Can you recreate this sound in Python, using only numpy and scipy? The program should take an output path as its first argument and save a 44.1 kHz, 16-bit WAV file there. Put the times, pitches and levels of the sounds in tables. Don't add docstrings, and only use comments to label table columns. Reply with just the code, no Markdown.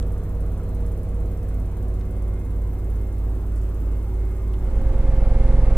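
import sys
import numpy as np
from scipy import signal
from scipy.fft import rfft, irfft
from scipy.io import wavfile
from scipy.ndimage import uniform_filter1d

SR = 44100
rng = np.random.default_rng(int(sys.argv[2]) if len(sys.argv) > 2 else 0)


def bounce(signal):
    frames = np.transpose(np.atleast_2d(signal))
    limited = np.clip(frames, -1, 1)
    pcm = np.round(limited * 32767).astype(np.int16)
    wavfile.write(sys.argv[1], SR, pcm)


def boost_factor(decibels):
    exponent = np.asarray(decibels, float) / 20
    return 10 ** exponent


N = 254456
TIME = np.arange(N) / SR

RISE_S = [.9, 2.3, 3.7]
# order of drum speed, then level/dB rms at floor, door, lid
SLOW_ORDERS = [(1, -33, -37, -37), (2, -35, -36, -36), (3, -26, -25, -23), (4, -48, -54, -53),
               (5, -32, -33, -34), (6, -41, -40, -41), (7, -46, -46, -49), (8, -50, -50, -56),
               (9, -40, -44, -47), (10, -50, -50, -55), (11, -48, -49, -55), (12, -53, -56, -54),
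               (14, -48, -50, -53), (15, -57, -52, -57), (17, -57, -61, -54), (18, -65, -60, -60),
               (19, -67, -61, -62), (20, -65, -59, -61), (22, -59, -59, -58), (23, -56, -64, -68),
               (24, -60, -59, -62), (29, -70, -59, -62), (30, -56, -57, -64), (32, -65, -60, -64),
               (36, -55, -65, -67), (37, -58, -59, -65), (42, -60, -61, -72)]
# order, then level/dB rms at floor, door, lid
SLOW_SINGING = [(68, -69, -73, -68), (72, -76, -80, -82), (144, -75, -80, -76)]
# order, then level/dB rms at floor, door, lid
PANELS = [(21, -54, -47.5, -44.5), (27, -45.5, -50.5, -58)]
# t/s, order
DIPS = [
    (.56, 27),
    (1.65, 27),
    (3.55, 27),
    (2.47, 21),
    (2.95, 21),
    (3.23, 21),
    (3.55, 21),
    (3.8, 21),
    (4.03, 21),
]
# order, level/dB rms
FAST_ORDERS = [(1, -16), (2, -17), (3, -27), (4, -34), (5, -30), (6, -44), (7, -39), (8, -49), (9, -39),
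               (10, -48), (11, -40), (12, -55), (13, -47), (14, -54), (17, -51), (18, -53), (21, -49),
               (22, -48), (23, -50), (24, -37), (25, -54), (27, -51), (29, -53), (37, -55), (38, -54),
               (39, -53), (42, -55), (96, -60),
               (33, -52.5), (34, -57), (36, -54), (43, -59), (52, -59), (108, -68)]
# start t/s, end t/s, level/dB rms
SLOTS = [
    (.1, 1.77, -77.5),
    (1.9, 3.25, -69.5),
    (3.85, 5.6, -67.5),
]
# f/Hz, level/dB per Hz
SLOW_ROAR = [(10, -78), (30, -71), (75, -72), (140, -73), (260, -71), (450, -75), (700, -83), (1100, -87),
             (1700, -94.5), (2600, -101), (4500, -107), (8000, -105), (12200, -111), (14400, -106),
             (15600, -111)]
# f/Hz, level/dB per Hz
FAST_ROAR = [(10, -76), (30, -66), (140, -65), (220, -68), (350, -67.5), (500, -72.5), (1100, -81),
             (1700, -86), (2600, -92), (4000, -99), (5500, -102.5), (9500, -103.5), (11800, -113),
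             (15500, -120)]
# f/Hz, level/dB
TICK_TONE = [(3500, -24), (5500, -3), (7500, -0.5), (10300, 6), (12000, -9), (13500, 0), (15700, -2.5)]
TICK_DB = (-54.5, -55.5, -57.5)
# f/Hz, level/dB rms, wobble a turn/Hz
WHINE = [(14204, -72.5, 8), (14632, -75, 8), (15052, -90, 8)]
# f/Hz, level/dB rms, wobble a turn/Hz
FAST_WHINE = [(13991, -86, 8), (13947, -100, 8), (14566, -99.5, 8), (14633, -96.5, 8)]
# t/s, peak level/dB, f/Hz, width/Hz, t60/s
CLICKS = [
    (0.0273, -35, 5000, 7000, 0.0039),
    (0.599, -48, 1340, 300, 0.13),
    (2.0113, -42.5, 3200, 3500, 0.0085),
    (3.559, -43, 9500, 4000, .012),
    (3.562, -56, 8000, 6000, 0.14),
    (3.578, -56, 9000, 3000, .03),
    (3.613, -56, 7500, 6000, 0.11),
    (4.5384, -40, 2900, 1900, .005),
    (4.541, -48, 3200, 2000, 0.022),
]
# t/s, length/s, f/Hz, glide/Hz, level/dB rms
BIRD = [
    (4.6, .07, 5180, 80, -78),
    (4.72, .12, 5720, -30, -79),
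    (4.73, .13, 6750, -20, -73),
]
# f/Hz, correlation/1
SAME = [(60, 0.91), (700, 1), (1400, 0.94), (2100, 0.73), (2800, 0.1), (4000, 0.073), (5500, 0.42),
        (9000, 0.037), (15000, .1)]
# f/Hz, left-right level/dB
LEAN = [(60, -1.6), (200, -1), (700, -.5), (4400, -.2), (8120, 1.8), (15000, 3)]
# f/Hz, left-right level/dB
FAST_LEAN = [(60, -1.9), (200, -1), (700, -.5), (2400, -.3), (8120, -1.3), (15000, -1)]


def shake(turns, orders, levels_db, lead, spread, unsteady_db):
    out = np.zeros(N)
    for order, db in zip(orders, levels_db):
        loose = np.clip((order - 6) / 18, 0, 1)
        slip = 0.06 * loose * np.sqrt(order / 24) * wander(3)
        level_db = db + unsteady_db * loose * wander(4)
        out += boost_factor(level_db) * tone(order * turns + lead + spread * order ** 2 + slip)
    return out


def panel_shake(turns):
    dip_s, dip_db = 0.042, -13
    levels = []
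    for order, *levels_db in PANELS:
        dips = sum(dip_db * np.exp(-((TIME - s) / dip_s) ** 2) for s, k in DIPS if k == order)
        levels.append(height(levels_db) + dips)
    return shake(turns, [row[0] for row in PANELS], levels, lead=0, spread=0, unsteady_db=0.7)


def fast_thump(turns):
    orders, levels = np.transpose(FAST_ORDERS)
    flipped = ((orders >= 8) & (orders <= 12)) | ((orders >= 16) & (orders <= 22))
    out = np.zeros(N)
    for part, flip_turns in ((~flipped, 0), (flipped, 0.48)):
        out += shake(turns + 0.358, np.round(orders[part]), levels[part],
                     lead=0.275 + flip_turns, spread=0.0015, unsteady_db=0.5)
    return out


def mains_hum():
    mains_hz = 50.121
    hum = boost_factor(height((-35, -36, -36))) * tone(mains_hz * TIME + 0.135)
    buzz = boost_factor(height((-40.5, -42.5, -46.5))) * tone(2 * mains_hz * TIME + 0.4)
    return hum + buzz


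def drain_pump():
    return boost_factor(-48 + 2.5 * wander(2)) * tone(24.8 * TIME + 0.15 * wander(4))


def roar(spectrum, drift, patchy_db):
    frames, hz = N // 512 + 5, np.fft.rfftfreq(2048, 1 / SR)
    a, b, c, d, patches = rng.standard_normal((frames, 1025, 5)).T
    patches = uniform_filter1d(patches, size=8, axis=0)
    patches = evened(uniform_filter1d(patches, size=8, axis=1))
    same = np.clip(read(SAME, hz), -1, 1)[:, None]
    left = a + 1j * b
    right = same * left + np.sqrt(1 - same ** 2) * (c + 1j * d)
    frame_s = np.arange(frames) * 512 / SR
    middle = ((hz >= 300) & (hz < 4500))[:, None]
    treble = (hz >= 4500)[:, None]
    level_db = read(spectrum, hz)[:, None] + patchy_db * patches
    level_db = level_db + middle * drift * height((0, -1, 0), frame_s)
    level_db = level_db + treble * drift * height((-2.5, -3, -1), frame_s)
    z = np.array([left, right]) * boost_factor(level_db)
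    return boost_factor(19.5) * signal.istft(z, nperseg=2048, noverlap=1536)[1][:, :N]


def ticks(turns):
    lap = np.floor(turns).astype(int) + 1
    uneven_db = 1.1 * rng.standard_normal(200)[lap]
    since = (turns % 1) / 17.7
    shape = np.exp(-since / 0.00041) + 0.39 * np.exp(-since / 0.0066) + 0.54 * np.exp(-since / 0.026)
    shared, left, right = rng.standard_normal((3, N))
    noise = 0.44 * shared + 1.1 * np.array([left, right])
    burst = evened(coloured(noise, lambda hz: read(TICK_TONE, hz)))
    return boost_factor(height(TICK_DB) + uneven_db) * shape * burst


def whine(lines, turns, jitter_hz):
    out = np.zeros((2, N))
    for hz, db, wobble_hz in lines:
        bend_hz = wobble_hz * (tone(turns) + 1.5 * tone(2 * turns + 0.2))
        beat = np.cumsum(hz + bend_hz + jitter_hz * wander(25)) / SR
        for port, offset in zip(out, (-0.1, 0.1)):
            flutter_db = 3.2 * wander(28) + 2.8 * tone(turns + rng.random())
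            port += boost_factor(db + flutter_db) * tone(beat + offset + 0.13 * wander(8))
    return out


def slot_whistle(turns):
    edge_s = 0.2
    level = boost_factor(-80)
    for start, end, db in SLOTS:
        inside = np.minimum(TIME - start, end - TIME) / edge_s + 0.5
        level = level + boost_factor(db) * np.clip(inside, 0, 1)
    return level * boost_factor(1.5 * wander(10)) * tone(120 * turns + 0.08 * wander(18))


def bearing_squeak():
    level_db = np.interp(TIME, [0, 1.8, 2.1], [-85, -83, -100]) + 4 * wander(5)
    return boost_factor(level_db) * tone(4120 * TIME + 0.5 * wander(20))


def clicks():
    out, t = np.zeros((2, N)), np.arange(8192) / SR
    for s, db, hz, width_hz, t60 in CLICKS:
        shared, left, right = rng.standard_normal((3, len(t)))
        noise = shared + 0.6 * np.array([left, right])
        band = coloured(noise, lambda f: -28 * np.log10(1 + ((f - hz) / (width_hz / 2)) ** 2))
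        decay = boost_factor(db - 2.5 - 60 * t / t60) * np.minimum(t / 0.00022, 1)
        out[:, round(s * SR):][:, :len(t)] += decay * evened(band)
    return out


def bird():
    out = np.zeros(N)
    for s, length, hz, glide_hz, db in BIRD:
        u = np.clip((TIME - s) / length, 0, 1)
        out += boost_factor(db) * np.sin(np.pi * u) ** 0.5 * tone(np.cumsum(hz + glide_hz * u) / SR)
    return out


def height(levels_db, t=TIME):
    return np.interp(t, RISE_S, levels_db)


def ports(x, lean, left_lead_s):
    hz = np.fft.rfftfreq(N, 1 / SR)
    half = boost_factor(read(lean, hz) / 2) * np.exp(1j * np.pi * hz * left_lead_s)
    return irfft(rfft(x * np.ones((2, 1))) * np.array([half, 1 / half]), N)


def tone(turns):
    return np.sqrt(2) * np.cos(2 * np.pi * turns)


def wander(rate_hz):
    coarse = TIME[::128]
    knots = np.interp(coarse * min(rate_hz, 30) * 2, np.arange(400), rng.standard_normal(400))
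    return np.interp(TIME, coarse, evened(uniform_filter1d(knots, size=15)))


def coloured(x, db_at):
    hz = np.fft.rfftfreq(x.shape[-1], 1 / SR)
    return irfft(rfft(x) * boost_factor(db_at(hz)), x.shape[-1])


def evened(x):
    return x / np.sqrt(np.mean(x ** 2) + 1e-20)


def read(points, hz):
    f, value = np.transpose(points)
    return np.interp(np.log(hz + 1), np.log(f + 1), value)


def slow_view():
    drum_hz = 17.52696 + 0.070706 * TIME - 0.000712 * TIME ** 2 - 0.0003786 * TIME ** 3
    turns = np.cumsum(drum_hz) / SR
    rows = SLOW_ORDERS + SLOW_SINGING
    levels = [height(row[1:]) for row in rows]
    body = shake(turns + 0.225, [row[0] for row in rows], levels, lead=-0.383, spread=0.08, unsteady_db=2.5)
    body += panel_shake(turns) + mains_hum() + drain_pump() + slot_whistle(turns)
    air = roar(SLOW_ROAR, drift=1, patchy_db=1.23) + ticks(turns + 0.875)
    machine = ports(body + air + whine(WHINE, turns, jitter_hz=4.5), LEAN, 9e-5)
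    return machine + bearing_squeak() + clicks() + bird()


def fast_view():
    turns = 22.115 * TIME
    puff_db = 0.7 + 0.9 * tone(turns - 0.25)
    air = roar(FAST_ROAR, drift=0, patchy_db=1) * boost_factor(puff_db)
    return ports(fast_thump(turns) + air + whine(FAST_WHINE, turns, jitter_hz=4), FAST_LEAN, -5e-5)


def scene():
    start_s, end_s = 4.575, 5.45
    u = np.clip((TIME - start_s) / (end_s - start_s), 0, 1)
    return (1 - u ** 1.55) * slow_view() + u ** 0.48 * fast_view()


def roll_off(x):
    return signal.sosfilt(signal.butter(12, 15760, fs=SR, output="sos"), x)


def record(dry):
    return roll_off(dry)


dry = scene()
out = record(dry)
bounce(out)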